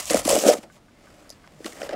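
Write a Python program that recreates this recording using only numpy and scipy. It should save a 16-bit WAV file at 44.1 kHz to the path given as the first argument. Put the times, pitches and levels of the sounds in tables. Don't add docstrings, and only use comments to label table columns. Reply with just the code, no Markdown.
import sys
import numpy as np
from scipy import signal
from scipy.fft import rfft, irfft, next_fast_len
from scipy.io import wavfile
from scipy.ndimage import uniform_filter1d

SR = 44100
rng = np.random.default_rng(int(sys.argv[2]) if len(sys.argv) > 2 else 0)


def unload_wav(signal):
    wavfile.write(
        sys.argv[1],
        SR,
        np.round(np.clip(np.atleast_2d(signal).T, -1, 1) * 32767).astype(np.int16),
    )


N = 85995

# frequency in Hz, relative level in dB, 60 dB decay time in seconds
# (the knocks lengthen any decay below 10 ms to 10 ms).
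BOX_MODES = [(257, -3.5, 0.027), (303, -3, 0.024), (340, -8.5, 0.055), (445, -2, 0.021), (495, -5, 0.058),
             (546.5, -3, 0.048), (567.8, 2.5, 0.061), (618, 4, 0.036), (666, 2.5, 0.044), (720, -6, 0.031),
             (770, -10, 0.022), (1320, 12.5, 0.0063)]


def undb(db):
    return 10 ** (np.asarray(db) / 20)


def unit(x):
    return x / np.sqrt(np.mean(x ** 2))


def decay(t, t60_s):
    return np.exp(-np.log(1000) * t / t60_s)


def bandpass(x, order, low_hz, high_hz):
    return signal.sosfilt(signal.butter(order, [low_hz, high_hz], "band", fs=SR, output="sos"), x)


def colour(x, points):
    point_hz, point_db = np.array(points, float).T
    size = next_fast_len(N)
    f = np.arange(size // 2 + 1) * SR / size + 1
    gain_db = np.interp(np.log(f), np.log(point_hz), point_db, point_db[0] - 46.0, point_db[-1] - 31)
    return irfft(rfft(x, size) * undb(gain_db), size)[:N]


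def ring(x, hz, t60_s):
    radius = np.exp(-np.log(1000) / (max(t60_s, .002) * SR))
    angle = 2 * np.pi * hz / SR
    return signal.lfilter([0, np.sin(angle)], [1, -2 * radius * np.cos(angle), radius * radius], x)


def clicks(times_s, gains):
    x = np.zeros(N)
    np.add.at(x, np.clip((np.asarray(times_s) * SR).astype(int), 0, N - 1), gains)
    return x


def walk(hz):
    hold = int(SR / hz)
    levels = rng.standard_normal(N // 50)[:N // hold + 1]
    return 1.2 * uniform_filter1d(np.repeat(levels, hold)[:N], hold)


def favour(hz, focus_hz):
    octave_loss_db, floor_db = -40, -9.5
    return undb(np.maximum(octave_loss_db * np.log2(hz / focus_hz) ** 2, floor_db))


def fibres():
    rate_per_s, spread_db = 7000, 2
    when, size, sign = rng.random((40000, 3)).T
    used = np.arange(len(when)) < rate_per_s * N / SR
    return clicks(when * N / SR, used * np.sign(sign - .5) * undb(-spread_db * np.log(size)))


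def box_body(shake, focus_hz):
    return sum(ring(shake * undb(db) * favour(hz, focus_hz), hz, t60_s) for hz, db, t60_s in BOX_MODES)


def rip():
    # time in seconds, level in the box in dB, level of the middle in dB, level of the treble in dB.
    rip_levels = [(0, -27, -34.5, -27.5), (0.016, -60, -43.5, -40.5), (0.091, -63, -44.5, -36),
                  (0.107, -16, -32, -23.5), (.122, -32.5, -29, -34.5), (0.171, -27, -33.5, -30),
                  (.183, -48, -37, -31.5), (.205, -44, -39, -39), (0.224, -37.5, -44, -51),
                  (0.245, -71, -48.5, -38), (0.251, -47, -36, -37), (0.286, -50, -33, -30.5),
                  (0.293, -25, -29, -22.5), (.36, -26, -35, -30), (.41, -31, -38.5, -28.5),
                  (0.449, -20, -44, -29), (0.485, -20, -35.5, -22.5), (0.514, -31.5, -29, -29.5),
                  (0.538, -26.5, -29.5, -27), (0.545, -33, -55, -47.5), (0.584, -46, -45.5, -46),
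                  (.6, -47, -60, -61), (0.627, -45.5, -61, -56), (0.636, -39.5, -43.5, -52),
                  (0.666, -46, -73, -73.5), (.7, -65, -78, -75), (.725, -69, -65, -60.5),
                  (.78, -65, -55.5, -62.5), (0.801, -94, -79, -95), (1.06, -52.5, -58.5, -65),
                  (1.2, -51.5, -58.5, -63.5), (1.4, -63, -61, -70), (1.56, -53, -62, -66.5),
                  (1.635, -51, -56, -57.5), (1.67, -37, -45.5, -43.5), (1.721, -46, -57, -52.5),
                  (1.81, -38.5, -48.5, -51.5), (1.86, -41, -41.5, -46.5), (1.885, -41, -49, -58),
                  (1.902, -41, -42, -57.5), (1.935, -36.5, -40.5, -52), (1.95, -26, -53, -75)]
    # frequency in Hz, density in dB per Hz.
    middle_spectrum = [(530, 4.5), (900, -2), (1250, 1), (1480, -8.5), (2000, -1.5), (2520, -8), (3020, -7),
                       (3800, -15.5), (5200, -9.5), (8360, -48)]
    # frequency in Hz, density in dB per Hz.
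    treble_spectrum = [(2180, -7), (2950, -3.5), (4200, -6.5), (5100, -3.5), (7530, -0.5), (10800, -9),
                       (13100, -13), (14100, -12.5), (15800, -16.5)]
    # time in seconds, frequency in Hz.
    contact_focus = [(0, 488), (.2, 443), (.3, 602), (.4, 450), (.47, 474), (.53, 676), (.6, 335),
                     (1.2, 344), (1.65, 410), (1.78, 346), (1.86, 494), (1.95, 685)]
    flutter_db, flutter_hz = 2, 245
    t = np.arange(N) / SR
    times, *levels_db = np.array(rip_levels).T
    flutter = flutter_db * walk(flutter_hz)
    box, middle, treble = (undb(np.interp(t, times, db) + flutter) for db in levels_db)
    shake = fibres()
    focus_hz = np.interp(t, *np.array(contact_focus).T)
    reference = np.std(box_body(shake, contact_focus[0][1]))
    body = box_body(shake * box, focus_hz) / reference
    middle_hiss = middle * unit(colour(fibres(), middle_spectrum))
    treble_hiss = treble * unit(colour(fibres(), treble_spectrum))
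    return body + middle_hiss + treble_hiss


def hush():
    # frequency in Hz, density in dB per Hz, before normalisation.
    room_spectrum = [(15, -33.5), (25, -3), (248, -2.5), (500, -11), (654, -10), (834, -15.5),
                     (1510, -18.5), (3580, -24), (8970, -31), (13100, -39.5), (15800, -40)]
    room_db, wander_hz = -55.5, 8
    level = undb(room_db + walk(wander_hz))
    return level * unit(colour(rng.standard_normal(N), room_spectrum))


def rumble():
    # time in seconds, level in dB.
    rumble_levels = [(0, -57.5), (.2, -46), (.36, -47.5), (.44, -73), (1.6, -73.5), (1.85, -56),
                     (1.95, -61)]
    level = undb(np.interp(np.arange(N) / SR, *np.array(rumble_levels).T))
    return level * unit(bandpass(rng.standard_normal(N), 2, 30, 115))


def snaps():
    # start in seconds, nominal peak in dB for a 15 ms decay, centre in Hz,
    # 60 dB decay time in seconds, broad band relative to the pitched band in dB.
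    snap_events = [(0.041, -38, 6500, 0.013, -8), (0.0556, -15, 6600, 0.005, 4),
                   (.1, -8.5, 1700, 0.0085, 27), (0.1073, -9.5, 8400, 0.011, 5),
                   (0.1055, -10.5, 6300, 0.0052, 13), (0.112, -18, 7540, 0.041, 23),
                   (0.1328, -15, 7100, 0.018, 25), (0.1448, -5.5, 2600, 0.0059, 18),
                   (0.177, -16.5, 6900, 0.0089, 13), (0.191, -17.5, 8700, 0.017, 6),
                   (.207, -25, 8960, 0.013, 2), (.218, -26, 5000, .01, 12), (0.2512, -16, 3080, 0.029, 23),
                   (.267, -18.5, 9400, 0.019, -5), (0.277, -14.5, 7540, 0.02, 20),
                   (0.2903, -7.5, 7700, 0.019, 13), (0.293, -22, 2900, 0.09, -20),
                   (0.291, -20, 4900, 0.058, -19), (0.3027, -10, 995, 0.0086, -12),
                   (0.3097, -8.5, 7300, 0.013, 7), (.33, -14, 5600, 0.0095, 0),
                   (0.3408, -10.5, 7400, 0.0078, 4), (0.3533, -5.5, 7600, 0.0059, 7),
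                   (0.353, -16, 3100, 0.015, -13), (0.387, -14, 6040, 0.01, -5), (0.4, -15, 6070, .015, -5),
                   (0.4788, -15, 5070, 0.018, -16), (0.4906, -8, 5400, 0.012, -26),
                   (0.5008, -12, 5240, 0.011, -8), (0.5361, -24.5, 1350, 0.034, -7),
                   (0.6317, -40, 2400, 0.018, 1), (1.2935, -34.5, 5430, 0.016, 6),
                   (1.3022, -23.5, 4880, 0.0093, 1), (1.309, -35, 5500, 0.025, -12),
                   (1.324, -44, 4700, 0.045, -4), (1.6443, -26, 1960, 0.028, -1),
                   (1.6583, -23.5, 2580, 0.0088, 18), (1.662, -19.5, 1250, 0.016, 4.5),
                   (1.6624, -29.5, 4530, 0.017, 11), (1.722, -34.5, 2030, 0.048, 0),
                   (1.769, -37, 1920, 0.019, -20), (1.7874, -44, 2010, 0.037, -16),
                   (1.816, -21.5, 2750, 0.009, -18), (1.8165, -24, 1620, 0.012, -2),
                   (1.829, -26, 1950, 0.016, -17), (1.8308, -29.5, 5000, 0.018, -32),
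                   (1.892, -21, 1690, 0.0073, 1), (1.9091, -31, 2080, 0.014, -7)]
    reference_t60_s, rise_s = .015, .0004
    width = 0.26
    broad_from, broad_to, broad_top_hz = .75, 4, 10800
    click_db, crest_db = 9, 22
    out = np.zeros(N + 2000)
    t = np.arange(2000) / SR
    for start, db, hz, t60_s, broad_db in snap_events:
        burst = rng.standard_normal(len(t)) * decay(t, max(t60_s, .002)) * (1 - np.exp(-t / rise_s))
        burst[10] += undb(click_db)
        pitched = unit(bandpass(burst, 3, hz / (1 + width / 2), hz * (1 + width / 2)))
        broad = unit(bandpass(burst, 3, hz * broad_from, min(hz * broad_to, broad_top_hz)))
        snap = unit(pitched + undb(broad_db) * broad)
        gain = undb(db - crest_db) * np.sqrt(t60_s / reference_t60_s)
        first = int(start * SR)
        out[first:first + len(t)] += gain * snap
    return out[:N]


def knocks():
    # start in seconds, peak in dB before the box's low cut, favoured pitch in Hz.
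    knock_events = [(0.107, -16.5, 560), (0.111, -17, 365), (0.143, -4.5, 595), (0.147, -12, 260),
                    (0.167, -15, 590), (0.175, -22.5, 650), (0.192, -21.5, 657), (0.219, -38, 500),
                    (0.256, -15, 290), (0.277, -9.5, 616), (0.289, -28, 700), (0.311, -13, 540),
                    (0.329, -8.5, 477), (0.351, -7, 447), (0.362, -9, 560), (0.377, -12.5, 354),
                    (0.436, -11.5, 524), (0.4516, -12, 490), (0.461, -10.5, 295), (0.4644, -7.5, 610),
                    (0.475, -9.5, 340), (0.485, -1.5, 467), (0.489, -2.5, 460), (0.497, -2.5, 620),
                    (0.504, -11.5, 690), (0.5105, -7, 566), (0.537, -19, 596), (0.584, -28.5, 244),
                    (0.635, -49, 300), (1.302, -40, 620), (1.604, -31, 410), (1.646, -31, 302),
                    (1.655, -22.5, 337), (1.66, -30, 622), (1.816, -23, 654), (1.83, -23.5, 487),
                    (1.892, -25, 496), (1.897, -26.5, 705), (1.907, -27, 390), (1.924, -26, 680),
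                    (1.93, -22, 560), (1.934, -28, 760)]
    push_cycles, scatter_db = .5, 1.5
    out = np.zeros(N + 8000)
    t = np.arange(4000)[:, None] / SR
    hz, mode_db, t60_s = np.array(BOX_MODES).T
    modes = np.sin(2 * np.pi * hz * t) * decay(t, np.maximum(t60_s, .01))
    scatter = scatter_db * rng.standard_normal((len(knock_events), len(BOX_MODES)))
    u = np.arange(-400, 400) / SR
    for (start, db, focus_hz), own_db in zip(knock_events, scatter):
        envelope = np.exp(-.5 * (u * focus_hz / push_cycles) ** 2)
        push = -envelope * np.cos(2 * np.pi * focus_hz * u)
        response = modes @ (undb(mode_db + own_db) * favour(hz, focus_hz))
        knock = signal.fftconvolve(response, push)[310:]
        first = int(start * SR)
        out[first:first + len(knock)] += undb(db) * knock / abs(knock).max()
    return out[:N]


def ticks():
    # frequency in Hz, relative level in dB, 60 dB decay time in seconds.
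    tick_modes = [(1200, -3, 0.052), (1512, -1.5, 0.078), (1630, -5, 0.061), (2100, -6.5, 0.039)]
    start_s, period_s, early_s = .329, .1855, .002
    strong_db, weak_db = -48, -5
    k = np.arange(9)
    weak = k % 2
    impulses = clicks(start_s + k * period_s - early_s * weak, undb(strong_db + weak_db * weak))
    return sum(undb(db) * ring(impulses, hz, t60_s) for hz, db, t60_s in tick_modes)


def tones():
    # start in seconds, end in seconds, frequency in Hz, level in dB.
    tone_events = [(.92, 1.14, 2110, -71), (1.42, 1.62, 157, -59)]
    fade_s, width_hz = .04, 30
    t = np.arange(N) / SR
    out = np.zeros(N)
    for start, end, hz, db in tone_events:
        fade = np.clip(np.minimum(t - start, end - t) / fade_s, 0, 1)
        tone = unit(ring(rng.standard_normal(N), hz, 2.2 / width_hz))
        out += undb(db) * fade * tone
    return out


def room_echo(x):
    t60_s, echo_db = 0.16, -14
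    t = np.arange(SR // 2) / SR
    tail = rng.standard_normal(len(t)) * decay(t, t60_s) * (t > .004)
    return undb(echo_db) * signal.fftconvolve(x, tail / np.sqrt(np.sum(tail ** 2)))[:N]


def scene():
    low_hz = 198
    high_pass = signal.butter(5, low_hz, "high", fs=SR, output="sos")
    box = signal.sosfilt(high_pass, rip() + snaps() + knocks())
    return (box + room_echo(box) + hush() + rumble() + ticks() + tones())[None]


def record(dry):
    ceiling, top_hz = .95, 15900
    rounded = ceiling * np.tanh(dry / ceiling)
    return signal.sosfilt(signal.ellip(10, .2, 90, top_hz, fs=SR, output="sos"), rounded)


dry = scene()
out = record(dry)
unload_wav(out)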